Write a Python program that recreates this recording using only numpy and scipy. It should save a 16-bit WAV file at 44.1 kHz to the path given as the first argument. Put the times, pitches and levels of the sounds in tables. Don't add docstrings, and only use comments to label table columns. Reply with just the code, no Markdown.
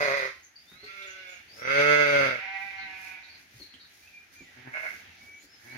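import sys
import numpy as np
from scipy import signal
from scipy.fft import rfft, irfft
from scipy.io import wavfile
from scipy.ndimage import uniform_filter1d, map_coordinates

SR = 44100
rng = np.random.default_rng(int(sys.argv[2]) if len(sys.argv) > 2 else 0)


def to_wav(sig):
    pcm = np.clip(np.atleast_2d(sig), -1, 1) * 32767
    pcm = np.round(pcm).astype(np.int16)
    wavfile.write(sys.argv[1], SR, pcm.T)


N = 254456
TIME = np.arange(N) / SR
TAPS = 4096
FREQS = np.arange(TAPS // 2 + 1) * SR / TAPS + 1


def undb(db):
    return 10 ** (np.asarray(db) / 20)


def unit(x):
    return x / np.sqrt(np.mean(x ** 2))


def steady(x):
    return x / np.sqrt(uniform_filter1d(x ** 2, SR // 30) + 1e-18)


def curves(rows, t):
    s, *columns = np.transpose(rows)
    return [np.interp(t, s, column) for column in columns]


def add(track, s, x):
    i = max(int(s * SR), 0)
    track[i:i + len(x)] += x[:max(N - i, 0)]


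def walk(rate_hz, t):
    knots = rng.standard_normal(N // 10)
    return unit(map_coordinates(knots, [t * rate_hz], order=3, mode="wrap"))


def shape(x, gain):
    cepstrum = irfft(np.log(gain + 1e-6))
    cepstrum[1:TAPS // 2] *= 2
    cepstrum[TAPS // 2 + 1:] = 0
    response = irfft(np.exp(rfft(cepstrum)))
    return signal.fftconvolve(x, response)[:len(x)]


def colour(x, points):
    hz, db = np.transpose(points)
    return shape(x, undb(np.interp(np.log(FREQS), np.log(hz), db)))


BLEATS = {"hoarse ewe": (-.25, -.05, .325, .1, .15, -29.3, -28.5, 5, 0),
          "long ewe": (1.56, 1.92, 2.4, .2, .19, -26.3, -26.6, 4, 0),
          "lamb": (.62, .95, 1.46, .39, .16, -55.5, -45, 9, 0),
          "goat": (2.27, 2.67, 3.46, .16, .4, -50.8, -39.8, 15, 0),
          "rumble": (4.49, 4.672, 4.74, .09, .06, -45.5, -57, -20, 12),
          "short bleat": (4.69, 4.85, 4.97, .07, .12, -40.5, -34.3, 0, 8.5),
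          "opening rumble": (5.56, 5.755, 5.85, .07, .04, -46, -51.5, -75, 7)}
PITCH = {"hoarse ewe": (135, 146, 125.5, 1.6), "long ewe": (110, 147.2, 118, 2.3),
         "lamb": (172, 196.5, 175.5, 1.15), "goat": (188, 197.3, 180, .8), "rumble": (119, 129.3, 125, 1.4),
         "short bleat": (146, 156.5, 148, 1.3), "opening rumble": (100, 126, 120, 1.2)}
CREST_ROUGH = {"hoarse ewe": .6, "long ewe": .08, "lamb": .2, "goat": .18, "rumble": .3, "short bleat": .89,
               "opening rumble": .7}
SURGE = {"long ewe": (2.205, .05, 3), "lamb": (1.06, .09, 5), "goat": (2.59, .18, 6.5)}
END_ROUGH = .9
ATTACK_DEPTH_DB, UPPER_RELEASE_DB = 40, 20
LOW_ATTACK_RATIO, LOW_RELEASE_RATIO, LOW_TREMOLO_RATIO = 1.4, 1.5, 1.6
TREMOLO_HZ = 11.5


def effort(call):
    start, crest, end, attack_s, release_s, low_db, high_db, fade, tremolo_db = BLEATS[call]
    start_hz, crest_hz, end_hz, arch = PITCH[call]
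    t = TIME[max(int(start * SR), 0):int(end * SR)]
    away = np.interp(t, [start, crest, end], [1, 0, 1])
    hz = crest_hz + (np.where(t < crest, start_hz, end_hz) - crest_hz) * away ** arch

    def swell(length_s):
        return ATTACK_DEPTH_DB * np.maximum(1 - (t - start) / length_s, 0) ** 2

    dying = UPPER_RELEASE_DB * np.maximum(1 - (end - t) / release_s, 0) ** 2
    fading = fade * (t - crest)
    stutter = tremolo_db * np.sin(np.pi * TREMOLO_HZ * (t - crest)) ** 2
    low = low_db - swell(attack_s * LOW_ATTACK_RATIO) - LOW_RELEASE_RATIO * dying
    low = low - fading - LOW_TREMOLO_RATIO * stutter
    if call in SURGE:
        s, length_s, rise_db = SURGE[call]
        low = low + rise_db * np.exp(-(2 * (t - s) / length_s) ** 2)
    high = high_db - swell(attack_s) - dying - fading - stutter
    rough = CREST_ROUGH[call] + (END_ROUGH - CREST_ROUGH[call]) * away ** 2
    return t, hz, low, high, rough


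# mid-call frequency in Hz, full width in Hz at 8.6 dB down, relative level in dB.
EWE_HOARSE_THROAT = [(75, 40, -17), (150, 570, -25.5), (408, 63, -9), (585, 150, 1), (1064, 220, -11),
                     (1254, 300, -19), (1500, 530, -8.5), (1998, 335, 1), (2374, 370, -7),
                     (3890, 1840, -18.5), (6370, 2200, -29)]
EWE_THROAT = [(75, 40, -13), (147, 240, -18.5), (276, 270, -20), (457, 73, -5), (567.4, 95, 2.5),
              (927, 300, -24), (1436, 325, -1.5), (1740, 400, -15), (2147, 347, 1), (2644, 340, -8),
              (3445, 820, -19.5), (4590, 760, -25), (6260, 1700, -29.5)]
LAMB_THROAT = [(390, 160, 1), (537, 180, 6), (1433, 290, 2.5), (2192, 376, 4.5), (2700, 330, -2),
               (3435, 250, -11), (4000, 4800, -18)]
GOAT_THROAT = [(796, 180, 5), (1007, 203, -11.5), (1586, 260, 0), (1950, 160, -2), (2164, 190, 4),
               (2390, 200, -1), (2600, 590, -10.5), (3560, 3600, -23)]
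SHORT_THROAT = [(640, 170, 6), (835, 850, -7.5), (1556, 420, 7.5), (2140, 290, 13), (2610, 490, -1),
                (4220, 2500, -26)]
CLOSED_THROAT = [(124, 110, 4), (273, 160, 8), (352, 110, -1), (760, 600, -4.5), (1640, 370, -10.5),
                 (2030, 880, -4)]
ROUGH_WOBBLE, ROUGH_FLUTTER_DB = .006, 2
NASAL_HZ = 350
VOICE_TOP_HZ = 6900


def bleat(call, throat, jitter, rasp, quiver_db, air_db, opening_hz=0, closing_db=0):
    t, hz, low_db, high_db, rough = effort(call)
    uneven = jitter * walk(130, t) + ROUGH_WOBBLE * walk(24, t)
    phase = np.cumsum(hz * (1 + rough * uneven)) / SR
    harmonics = np.arange(1, int(VOICE_TOP_HZ / hz.max()))
    pulses = unit(sum(np.cos(2 * np.pi * k * phase) for k in harmonics))
    pulses = pulses * undb(4.5 * rough * walk(110, t))
    puffs = unit(np.exp(-(phase % 1) / .35) * rng.standard_normal(len(t)))
    puffs = colour(puffs, [(100, -14), (600, -7.5), (2000, -2), (3500, 1), (6700, 3), (7300, 0)])
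    source = pulses + rasp * rough * puffs

    voice = 0
    for stage in (-1, -.5, 0, .5, 1):
        gain = 0
        for f, width, db in throat:
            detune = 2 * (FREQS - f - stage * opening_hz) / width
            gain = gain + undb(db) / (1 + detune ** 2) ** 1.436
        gain = gain * undb(closing_db * (abs(stage) - .5) / (1 + (FREQS / NASAL_HZ) ** 6))
        gain = gain / np.sqrt(1 + (FREQS / VOICE_TOP_HZ) ** 60)
        share = np.maximum(1 - 2 * abs(np.linspace(-1, 1, len(t)) - stage), 0)
        voice = voice + share * shape(source, gain)
    air = colour(puffs, [(5000, 10), (7500, -9.5), (12000, -3.5), (15500, -18.5)])
    voice = voice + undb(air_db) * air

    low = signal.sosfiltfilt(signal.butter(4, 1100, fs=SR, output="sos"), voice)
    high = steady(voice - low) * undb(high_db)
    low = steady(low) * undb(low_db + ROUGH_FLUTTER_DB * rough * walk(16, t))
    edges = signal.windows.tukey(len(t), 0.004 * SR / len(t))
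    track = np.zeros(N)
    add(track, t[0], (low + high) * edges * undb(quiver_db * walk(35, t)))
    return track


# time in seconds, level in dB before SHED_GAIN_DB.
SHED_LEVEL = [(0, -56), (.55, -66), (1.5, -58), (3.1, -58), (3.5, -61), (3.95, -62.5), (5.05, -55.5),
              (5.5, -62.5), (5.77, -56.5)]
# frequency in Hz, relative density in dB per Hz.
SHED_COLOUR = [(25, -35), (50, -6.5), (85, 5.5), (130, -5.5), (300, -2.5), (520, -9), (780, -5.5),
               (1100, -14.5), (1600, -1.5), (2200, 0.5), (3000, -6.5), (6500, -16), (7500, -29.5),
               (15000, -49)]
SHED_GAIN_DB = 0.5


def shed():
    level_db, = curves(SHED_LEVEL, TIME)
    stir = 0
    for hz in 30 * 2 ** np.arange(9):
        octave = signal.butter(2, [hz, 2 * hz], "band", fs=SR, output="sos")
        noise = signal.sosfilt(octave, rng.standard_normal((2, N)))
        stir = stir + noise * undb(2 * walk(13, TIME))
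    mid, side = (colour(x, SHED_COLOUR) for x in stir)
    side = colour(side, [(100, -8), (300, -16), (800, -0.5)])
    return np.array([mid + side, mid - side]) / mid.std() * undb(level_db + SHED_GAIN_DB)


# centre in seconds, width in s (13.6 dB down at its edges),
# peak level in dB before gain_db.
RUSTLES = [(.72, .1, -70), (1.0, .28, -70), (1.31, .12, -67.5), (1.59, .14, -62), (2.62, .2, -69),
           (3.06, .22, -60.5), (3.41, .1, -68), (3.6, .2, -63.5), (3.99, .32, -66.5), (4.35, .07, -64),
           (4.9, .34, -61), (5.26, .14, -67), (5.44, .07, -65), (5.7, .25, -64)]
# frequency in Hz, relative gain in dB.
FEED_COLOUR = [(2500, -12), (4500, -3.5), (6700, -3), (7400, -18), (9500, -10), (12000, -8.5), (15500, -15)]


def feeding(chewing_db=-73, grain_spread_db=1.5, gain_db=6, unrest_db=1.5):
    power = undb(chewing_db + unrest_db * walk(9, TIME)) ** 2
    for s, length_s, db in RUSTLES:
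        power = power + undb(db) ** 2 * np.exp(-np.pi * (2 * (TIME - s) / length_s) ** 2)
    grains = undb(grain_spread_db * walk(400, TIME))
    ears = [unit(colour(grains * rng.standard_normal(N), FEED_COLOUR)) for _ in range(2)]
    return np.array(ears) * np.sqrt(power) * undb(gain_db)


def note(length_s, glide_hz, db, rough):
    t = np.arange(int(length_s * SR)) / SR
    hz = np.polyval(np.polyfit([0, .5, 1], glide_hz, 2), t / length_s)
    phase = np.cumsum(hz * (1 + 0.0745 * rough * walk(595.7, t))) / SR
    level = undb(db + 2.5 * walk(40.5, t))
    return np.sin(2 * np.pi * phase) * signal.windows.tukey(len(t), .4) * level


# start in seconds, length in s, start, middle and end pitch in Hz, level in dB before placing.
WHISTLES = [(.637, .29, 3420, 4030, 4850, -55.5), (1.465, .23, 4260, 5375, 6070, -51),
            (4.015, .075, 2285, 2450, 2720, -54), (4.105, .14, 2405, 2383, 2408, -51),
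            (4.293, .18, 5410, 6650, 7100, -66.5), (4.343, .1, 2316, 2403, 2180, -52),
            (4.44, .11, 2090, 1920, 1980, -55.5), (5.073, .05, 2990, 2750, 2620, -60),
            (5.175, .24, 2217, 2281, 2260, -51.5), (5.297, .16, 5400, 6570, 7400, -62),
            (5.39, .11, 3940, 4460, 5200, -63.5), (5.487, .085, 5160, 5220, 5140, -56),
            (5.666, .085, 2248, 2233, 2290, -49.5), (5.692, .07, 3930, 4260, 4740, -55)]
# start in seconds, length in s, middle pitch in Hz, level in dB before placing, roughness 0-1.
CHIRPS = [(.422, .038, 6400, -55.5, .4), (.557, .01, 4650, -46, .05), (.574, .05, 4845, -57, .4),
          (1.06, .06, 6480, -54.5, .5), (1.28, .09, 6600, -56, .35), (2.771, .076, 4120, -49.5, .7),
          (3.228, .04, 3950, -53.5, .8), (3.285, .03, 4350, -49.5, .8), (3.333, .03, 4400, -50, .8),
          (3.585, .1, 4280, -52, .5), (3.616, .0104, 4220, -39.5, .05), (3.69, .07, 4200, -57, .5),
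          (3.785, .08, 4200, -52.5, 1)]
WHISTLE_ROUGH = .17
CHIRP_FALL = .03


def birds():
    track = np.zeros(N)
    for s, length_s, *glide_hz, db in WHISTLES:
        add(track, s, note(length_s, glide_hz, db, WHISTLE_ROUGH))
    for s, length_s, hz, db, rough in CHIRPS:
        glide_hz = hz * (1 + CHIRP_FALL * np.array([1, 0, -1]))
        add(track, s, note(length_s, glide_hz, db, rough))
    return track


# start in seconds, peak level in dB before placing, ring in Hz.
BUMPS = [(0.716, -56.5, 198), (.827, -51.5, 414), (2.641, -65, 202), (2.826, -60, 179), (3.535, -53, 109),
         (3.599, -51, 298), (3.737, -57.5, 264), (4.406, -50.5, 265), (5.226, -59, 245), (5.435, -58, 298)]
# multiple of the ring, relative level in dB, t60 in s.
TROUGH = [(.32, -7, 0.083), (.72, -2.5, 0.06), (1, 1.5, 0.09), (1.23, -6, 0.086), (1.75, -12.5, 0.076),
          (2.6, -39, .05)]
# start in seconds, level in dB before placing, pitch in Hz.
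TICKS = [(.718, -52, 1500), (.842, -44, 4180), (1.022, -42.5, 3630), (3.739, -46.5, 3130)]


def knocks(tick_t60_s=0.01, push_s=0.025):
    track, t = np.zeros(N), np.arange(SR // 3) / SR
    for s, db, hz in BUMPS:
        ring = 0
        for ratio, mode_db, t60_s in TROUGH:
            ring = ring + undb(mode_db - 60 * t / t60_s) * np.sin(2 * np.pi * hz * ratio * t)
        push = rng.standard_normal(len(t)) * np.exp(-t / push_s)
        thud = signal.fftconvolve(ring, push)[:len(t)]
        add(track, s, undb(db) * thud / abs(thud).max())
    for s, db, hz in TICKS:
        contact = np.sin(2 * np.pi * hz * t) + 0.1 * rng.standard_normal(len(t))
        add(track, s, undb(db - 60 * t / tick_t60_s) * contact)
    return track


def place(x, gain_db, wet_db, pan_db, lag_s, bend_rad=0, late_t60_s=0.5, early_t60_s=0.18, late_db=-8):
    t, lead = np.arange(int(SR * .7)) / SR, 256
    decay = undb(-60 * t / early_t60_s) + undb(late_db - 60 * t / late_t60_s)
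    decay /= np.sqrt(np.sum(decay ** 2))
    between = 2 * np.pi * FREQS * lag_s + bend_rad * np.exp(-((FREQS - 580) / 110) ** 2)
    echo_colour = [(150, -16), (600, -13), (1400, -2.5), (2200, -1), (6000, 2), (14000, 0)]
    direct_colour = [(600, -2.5), (1400, -1.5), (2200, -5.5), (4000, -10)]
    ears = []
    for side in (1, -1):
        direct = np.roll(irfft(np.exp(.5j * side * between)), lead)
        echo = colour(decay * rng.standard_normal(len(t)), echo_colour)
        response = np.pad(undb(wet_db) * echo, (lead, 0))
        response[:TAPS] += colour(direct, direct_colour)
        pan = side * pan_db / 2
        response = colour(response, [(400, 0.025), (600, side * 1.), (1400, pan), (2600, pan), (4000, 0)])
        ears.append(signal.fftconvolve(x, response)[lead:lead + N])
    return undb(gain_db) * np.array(ears)


def scene():
    hoarse = bleat("hoarse ewe", EWE_HOARSE_THROAT, jitter=0.042, rasp=0.93, quiver_db=1.0, air_db=-28,
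                   opening_hz=-34, closing_db=3)
    long = bleat("long ewe", EWE_THROAT, jitter=.033, rasp=.9, quiver_db=1.0, air_db=-34,
                 opening_hz=22, closing_db=4)
    lamb = bleat("lamb", LAMB_THROAT, jitter=0.0304, rasp=.8, quiver_db=1.2, air_db=-53, opening_hz=110)
    goat = bleat("goat", GOAT_THROAT, jitter=0.0358, rasp=1.0, quiver_db=1.6, air_db=-56, opening_hz=10)
    short = bleat("short bleat", SHORT_THROAT, jitter=0.0501, rasp=2.0, quiver_db=1.5, air_db=-38)
    rumble = bleat("rumble", CLOSED_THROAT, jitter=0.055, rasp=1.3, quiver_db=1.5, air_db=-50)
    opening = bleat("opening rumble", CLOSED_THROAT, jitter=0.059, rasp=1.7, quiver_db=2.5, air_db=-47)
    return (place(hoarse, gain_db=0.5, wet_db=-0.5, pan_db=-5.5, lag_s=0.00035)
            + place(long, gain_db=5.0, wet_db=-0.5, pan_db=-5.5, lag_s=0.00036, bend_rad=0.74)
            + place(lamb + short, gain_db=0, wet_db=2.5, pan_db=-5.5, lag_s=0.00034)
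            + place(goat, gain_db=-1, wet_db=3.5, pan_db=-5, lag_s=0.00016)
            + place(rumble + opening, gain_db=0, wet_db=10, pan_db=-7, lag_s=0.00036)
            + place(birds(), gain_db=2.5, wet_db=-2, pan_db=-1, lag_s=.00003)
            + place(knocks(), gain_db=8, wet_db=4.5, pan_db=-12, lag_s=.00004)
            + feeding() + shed())


def record(dry):
    dry = signal.sosfilt(signal.butter(2, 45, "high", fs=SR, output="sos"), dry)
    return signal.sosfilt(signal.ellip(10, .2, 80, 15750, fs=SR, output="sos"), dry)


dry = scene()
out = record(dry)
to_wav(out)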